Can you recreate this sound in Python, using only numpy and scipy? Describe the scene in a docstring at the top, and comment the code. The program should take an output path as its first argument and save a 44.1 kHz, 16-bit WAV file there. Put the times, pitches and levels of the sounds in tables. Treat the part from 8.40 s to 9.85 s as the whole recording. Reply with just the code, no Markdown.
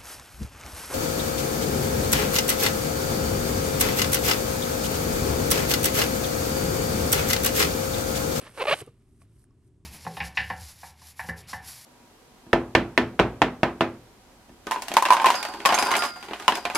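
"""A squeaky zip in four short runs: fingers press along the closure of a plastic bag.
The plastic sticks and slips several hundred times a second, each slip a tiny snap into the lip.
Film rustles under the sliding hand, the stack of bags bumps softly, and creases tick, the last few
faintly as it settles. All of it is heard close up in a small, quiet room."""
import sys
import numpy as np
from scipy import signal
from scipy.fft import rfft, irfft
from scipy.io import wavfile
from scipy.ndimage import uniform_filter1d

SR = 44100
rng = np.random.default_rng(int(sys.argv[2]) if len(sys.argv) > 2 else 0)


def transcribe(u):
    """Save the signal u as a 16-bit wav file named by the first command-line argument.

    u: samples, shape (n,) or (channels, n), limited to [-1, 1]; the rate is SR.
    q: integer samples, one column per channel.
    """
    v = np.clip(np.atleast_2d(u).T, -1, 1)
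    q = np.round(v * 32767).astype(np.int16)
    wavfile.write(sys.argv[1], SR, q)


N = 63945
FFT_SIZE, CUTOFF_HZ = 2 ** 17, 12400
HZ = np.maximum(np.arange(FFT_SIZE // 2 + 1) * SR / FFT_SIZE, 1)
T = np.arange(N) / SR


def amp(db):
    """Decibels to gain."""
    return 10 ** (np.asarray(db) / 20)


def in_time(rows):
    """A curve read at every sample."""
    return np.interp(T, *np.transpose(rows))


def over_hz(rows):
    """A curve read on a log-frequency axis."""
    hz, value = np.transpose(rows)
    return np.interp(np.log(HZ), np.log(hz), value)


def clicks(times, gains):
    """A train of single impulses."""
    return np.bincount(np.clip(np.asarray(times) * SR, 0, N - 1).astype(int), gains, N) + 1e-18


def colour(x, spectrum):
    """A minimum-phase EQ, so nothing rings ahead of an attack."""
    cepstrum = irfft(np.log(amp(over_hz(spectrum))))
    cepstrum[1:FFT_SIZE // 2] *= 2
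    cepstrum[FFT_SIZE // 2 + 1:] = 0
    return irfft(rfft(x, FFT_SIZE) * np.exp(rfft(cepstrum)))[..., :N]


def ring(x, modes):
    """Each impulse sets damped sines ringing."""
    out = 0
    for hz, db, t60 in modes:
        decay, step = np.exp(-np.log(1000) / (t60 * SR)), 2 * np.pi * hz / SR
        out = out + amp(db) * signal.lfilter([0, np.sin(step)], [1, -2 * decay * np.cos(step), decay**2], x)
    return out


def noise(spectrum, grain_db=0):
    """Stereo noise of rms 1, wider in the treble; grain_db roughens it with millisecond grains."""
    # Each row: frequency in Hz, correlation between left and right.
    likeness = [(60, .96), (1200, .96), (2500, .85), (5000, .65), (8500, .88), (11000, .9)]
    alike = np.clip(over_hz(likeness), -.99, .99)
    grains = uniform_filter1d(rng.standard_normal(N), size=49)
    mid, side = rfft(rng.standard_normal((2, N)) * amp(grain_db * grains / grains.std()), FFT_SIZE)
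    stereo = np.sqrt(1 + alike) * mid + np.sqrt(1 - alike) * side * [[1], [-1]]
    x = irfft(stereo * amp(over_hz(spectrum)))[:, :N]
    return x / x.std()


def room_tone():
    """The quiet room: a steady low bed of noise."""
    # Each row: frequency in Hz, relative level in dB.
    spectrum = [(18, -19.5), (28, -1.5), (100, 2), (126, 4), (160, -5.5), (300, -9), (400, -8.5),
                (480, -28.5), (1200, -33.5), (2000, -50.5), (9000, -40.5), (12500, -54)]
    return amp(-58) * noise(spectrum)


def rustle():
    """Skin and film slide over each other: a grainy rub and a fine hiss."""
    # Fades of the rub around the zip, and of the hiss. Each row: time in seconds, relative level in dB.
    before = [(0.0, -57.5), (0.018, -50), (0.044, -55), (0.07, -47.5), (0.106, -61), (0.136, -62.5),
              (0.172, -50.5)]
    during = [(0.221, -39.5), (0.249, -50), (.267, -54), (.29, -41), (0.34, -34)]
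    after = [(0.35, -43.5), (0.374, -54), (0.418, -47.5), (0.44, -70), (0.48, -67), (0.506, -77.5),
             (0.786, -84), (0.816, -73), (0.87, -79), (1.046, -82), (1.17, -84.5), (1.234, -82.5),
             (1.33, -87.5)]
    hiss_fade = [(0.01, -56.5), (0.128, -65), (0.18, -53.5), (0.224, -49), (0.244, -56), (0.312, -43),
                 (0.344, -51), (0.412, -47), (0.428, -66), (0.47, -68.5), (0.536, -82.5), (0.79, -77),
                 (0.818, -66.5), (0.866, -84.5), (1.006, -70.5), (1.045, -76), (1.09, -102), (1.278, -76.5),
                 (1.318, -107.5)]
    # Tone of each layer. Each row: frequency in Hz, relative level in dB.
    rub_tone = [(150, -10), (280, -4.5), (450, -2), (600, -2), (850, -8.5), (1150, -5.5), (2900, -9.5),
                (4200, -15.5), (7000, -24), (10000, -41)]
    hiss_tone = [(3500, -8.5), (5500, -2), (7000, -4.5), (8800, 9), (10300, -4.5), (11300, 2), (12500, -10)]
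    rub = amp(2.5 + in_time([*before, *during, *after])) * noise(rub_tone, grain_db=2.5)
    hiss = amp(2 + in_time(hiss_fade)) * noise(hiss_tone, grain_db=2.5)
    return rub + hiss


def push(start, length, modes, sag=0):
    """A soft contact swells the modes and lets them die away; sag lowers their pitch while it lasts."""
    age = T - start
    contact = np.clip(age, 0, length)
    force = np.sin(np.pi * contact / length) ** 2
    sagging_time = np.cumsum((age > 0) * np.exp(-sag * contact)) / SR
    out = 0
    for hz, db, t60 in modes:
        swell = signal.lfilter([1], [1, -np.exp(-np.log(1000) / (t60 * SR))], force)
        out = out + amp(db) * swell / swell.max() * np.sin(2 * np.pi * hz * sagging_time)
    return out


def bumps():
    """The soft hand knocks unevenly on the stack and pushes air out of it in low thuds."""
    # Each row: start in seconds, level in dB, contact in seconds, pitch ratio, pitch sag per second,
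    # overtone gain in dB.
    touches = [(.016, -40.5, 0.014, 1.34, 24.7, -14), (0.409, -34.5, 0.022, 1.08, 14, -2),
               (0.47, -38, 0.014, 1.0, 2, -1)]
    # Modes of a knock. Each row: base pitch in Hz, relative level in dB, t60 in seconds.
    body = [(455, -1.5, 0.0088), (480, -13.5, 0.124)]
    overtones = [(685, -21.5, 0.045), (1200, -16.5, 0.048)]
    # Each row: start in seconds, level in dB, pitch in Hz.
    air_puffs = [(.022, -42, 263), (0.092, -49.5, 200), (.320, -35, 141), (.413, -38.5, 118),
                 (.471, -42.5, 273), (.478, -47, 122)]
    roughness, push_cycles, ring_cycles = .35, 2.6, 3
    knocks = 0
    for start, db, length, pitch, sag, overtones_db in touches:
        for modes, part_db in ((body, 0), (overtones, overtones_db)):
            knocks += amp(db + part_db) * push(start, length, np.array(modes) * [pitch, 1, 1], sag)
    grip = uniform_filter1d(rng.standard_normal(N), size=90)
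    thuds = sum(amp(db) * push(start, push_cycles / hz, [(hz, 0, ring_cycles / hz)])
                for start, db, hz in air_puffs)
    return knocks * (1 + roughness * grip / grip.std()) + thuds


def ticks():
    """Creases in the film snap, each ringing briefly at a pitch of its own."""
    # Each row: start in seconds, level in dB, pitch in Hz, t60 in seconds.
    creases = [(0.067, -40.5, 1050, 0.017), (0.067, -43, 1750, 0.0089), (0.078, -38, 1800, 0.011),
               (0.0947, -37, 1943, 0.0026), (.405, -33.5, 3050, 0.0091), (.464, -42, 9100, 0.0027),
               (0.8173, -54, 1132, 0.036), (0.819, -52.5, 2400, 0.0085), (.819, -60.5, 685, 0.05),
               (1.041, -55.5, 1666, 0.0059), (1.041, -49.5, 9240, 0.01), (1.108, -66, 1124, 0.08),
               (1.108, -69, 5400, 0.013)]
    return sum(ring(clicks([start], [1]), [(hz, db, t60)]) for start, db, hz, t60 in creases)


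def stick_slip():
    """The closure catches and lets go almost regularly: gives the times and strengths of the slips."""
    # One curve a run. Each row: time in seconds, slips per second, jitter as a share of the period.
    runs = [
        [(.1792, 560, .06), (.1886, 465, .03), (.195, 466, .008), (.205, 435, .008), (.2105, 370, .01),
         (.2135, 320, .01), (.2165, 520, .02), (.2295, 530, .02)],
        [(.2542, 420, .02), (.26, 410, .02)],
        [(.2705, 600, .05), (.279, 570, .04), (.282, 580, .012), (.291, 630, .01), (.297, 615, .03),
         (.301, 430, .04), (.3065, 420, .04)],
        [(.3105, 535, .025), (.319, 565, .015), (.326, 575, .01), (.33, 625, .008), (.336, 735, .008),
         (.3412, 800, .008)],
    ]
    # Strength along each run, and two stray slips. Each row: time in seconds, relative level in dB.
    efforts = [
        [(.18, -37.5), (.189, -37.5), (.196, -36), (.207, -27.5), (.22, -26.5), (.229, -26.5)],
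        [(.254, -28.5), (.261, -29)],
        [(.271, -24.5), (.279, -26.5), (.282, -21), (.294, -22.5), (.306, -30)],
        [(.311, -21.5), (.313, -18.5), (.319, -24.5), (.329, -16.5), (.336, -24.5), (.341, -24.5)],
    ]
    lone_slips = [(.1757, -32.5), (.2397, -27.5)]
    slips, spread_db = list(lone_slips), 1.1
    for run, effort in zip(runs, efforts):
        times, rate, jitter = np.transpose(run)
        now = times[0]
        for nudge, accent in rng.standard_normal((60, 2)):
            period = 1 / np.interp(now, times, rate)
            if now <= times[-1]:
                start = now + np.interp(now, times, jitter) * nudge * period
                slips.append((start, np.interp(now, *np.transpose(effort)) + spread_db * accent))
            now += 1 / np.interp(now + period / 2, times, rate)
    return np.transpose(slips)


def bend(x):
    """Bending waves in a thin sheet travel slower in the bass, smearing each snap into a chirp."""
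    delay_scale_s, reference_hz = .000829, 497
    lag = np.sqrt(reference_hz * HZ) - HZ * np.sqrt(reference_hz / CUTOFF_HZ) / 2
    phase = 4 * np.pi * delay_scale_s * lag
    return irfft(rfft(x, FFT_SIZE) * np.exp(-1j * phase))[:N]


def lip_resonances(x):
    """Three resonances of the lip glide, lifting or damping their bands as the fingers travel and press."""
    # Each row: time in seconds, centre in Hz, boost in dB.
    low = [(.208, 340, 1), (.225, 535, 0), (.258, 706, 8), (0.277, 620, -4.5), (0.282, 583, 5),
           (0.296, 602.8, -5.5), (0.299, 540, 1.5), (.318, 540, -2.5), (0.327, 597, -0.5),
           (0.338, 750, -1.5)]
    mid = [(.19, 1500, 8.5), (.225, 1100, 3), (.258, 1250, 4), (.283, 1200, 3), (.289, 1850, 4.5),
           (0.296, 1250, 5), (.321, 1700, 7), (0.332, 1300, 1), (0.339, 1650, 2)]
    high = [(.192, 3363, -6), (.206, 2570, 8), (.225, 2550, 5), (.272, 2700, 6.5), (.289, 2444, 4),
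            (.3, 3175, 14), (.312, 2700, 5), (.321, 3300, 12), (.33, 2514, 4), (.34, 3070, 10)]
    for curve, width_hz in ((low, 200), (mid, 360), (high, 600)):
        times, hz, db = np.transpose(curve)
        carrier = np.exp(2j * np.pi * np.cumsum(np.interp(T, times, hz)) / SR)
        decay = np.exp(-np.pi * width_hz / SR)
        band = 2 * np.real(carrier * signal.lfilter([1 - decay], [1, -decay], x / carrier + 1e-18))
        x = x + (amp(np.interp(T, times, db)) - 1) * band
    return x


def zip_squeak():
    """Every slip sends a double snap and a short scrape into the plastic lip and the stack of bags."""
    # Tone of the pressed plastic. Each row: frequency in Hz, gain in dB.
    plastic = [(100, -36.5), (210, -14), (310, -5.5), (420, 6.5), (580, 5.5), (850, 1), (1150, -1.5),
               (1500, -6), (2000, -4.5), (2600, -6.5), (3400, -9.5), (4500, -14), (5600, -27), (7500, -39),
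               (12000, -37.5)]
    # Modes of the stack and the slack lip. Each row: pitch in Hz, gain in dB, t60 in seconds.
    stack_modes = [(605, -52, 0.059), (625, -54, 0.0091), (2424, -51, 0.034)]
    flap_modes = [(335, -41, .0061), (820, -46, .0023)]
    zip_db, grit_db, grit_decay_s = 26, -34, .001
    rebound_s, rebound_share, tighten_db_per_s = .0006, .25, 70
    times, db = stick_slip()
    snaps = clicks(times, amp(db))
    delay = rebound_s * (1 + .03 * rng.standard_normal(len(times)))
    rebounds = rebound_share * clicks(times + delay, amp(db))  # the second lip lets go just after
    scrape = signal.lfilter([1], [1, -np.exp(-1 / (grit_decay_s * SR))], snaps) * rng.standard_normal(N)
    force = amp(zip_db) * (rebounds - snaps + amp(grit_db) * scrape)
    slack = amp(-tighten_db_per_s * (T - times.min()))  # the lip swings less as it is drawn tight
    lip = bend(colour(force, plastic) - ring(force * slack, flap_modes))
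    return lip_resonances(lip) + ring(force, stack_modes)


def reflections(x, db, t60):
    """Nearby surfaces scatter the sound into a bright, diffuse stereo tail."""
    # Each row: frequency in Hz, relative level in dB.
    tail_tone = [(100, -20), (600, -6), (2500, -2.5), (6000, 8.5), (12000, -3)]
    tail = noise(tail_tone) * np.exp(-np.log(1000) * T / t60) * (T > .001)
    tail /= np.sqrt(np.sum(tail ** 2) / 2)
    return amp(db) * signal.fftconvolve(x[None], tail, axes=1)[:, :N]


def place(x):
    """The bag reaches the left side slightly later, and a little softer in the mids and treble."""
    # Each row: frequency in Hz, lag of the left side in radians.
    left_lag = [(100, .18), (550, .26), (1200, .1), (2400, .85), (4400, 1.1), (7000, 1.2), (8500, 2.15),
                (11000, .45)]
    # Each row: frequency in Hz, left minus right in dB.
    balance = [(550, 0), (1150, -3), (3000, -0.5), (4500, -3.5), (8000, -0.5)]
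    sides = np.array([[.5], [-.5]])
    pan = amp(over_hz(balance) * sides) * np.exp(-1j * over_hz(left_lag) * sides)
    return irfft(rfft(x, FFT_SIZE) * pan)[:, :N]


def scene():
    """The bag close up, with reflections from the table and the room, over room tone."""
    bag = zip_squeak() + bumps() + ticks()
    table = reflections(bag, db=-17, t60=.017)
    room = reflections(bag, db=-20, t60=.32)
    return place(bag + table + room + rustle()) + room_tone()


def record(dry):
    """A steep low-pass takes off the very top."""
    return signal.sosfilt(signal.ellip(10, .2, 80, CUTOFF_HZ, fs=SR, output="sos"), dry)


dry = scene()
out = record(dry)
transcribe(out)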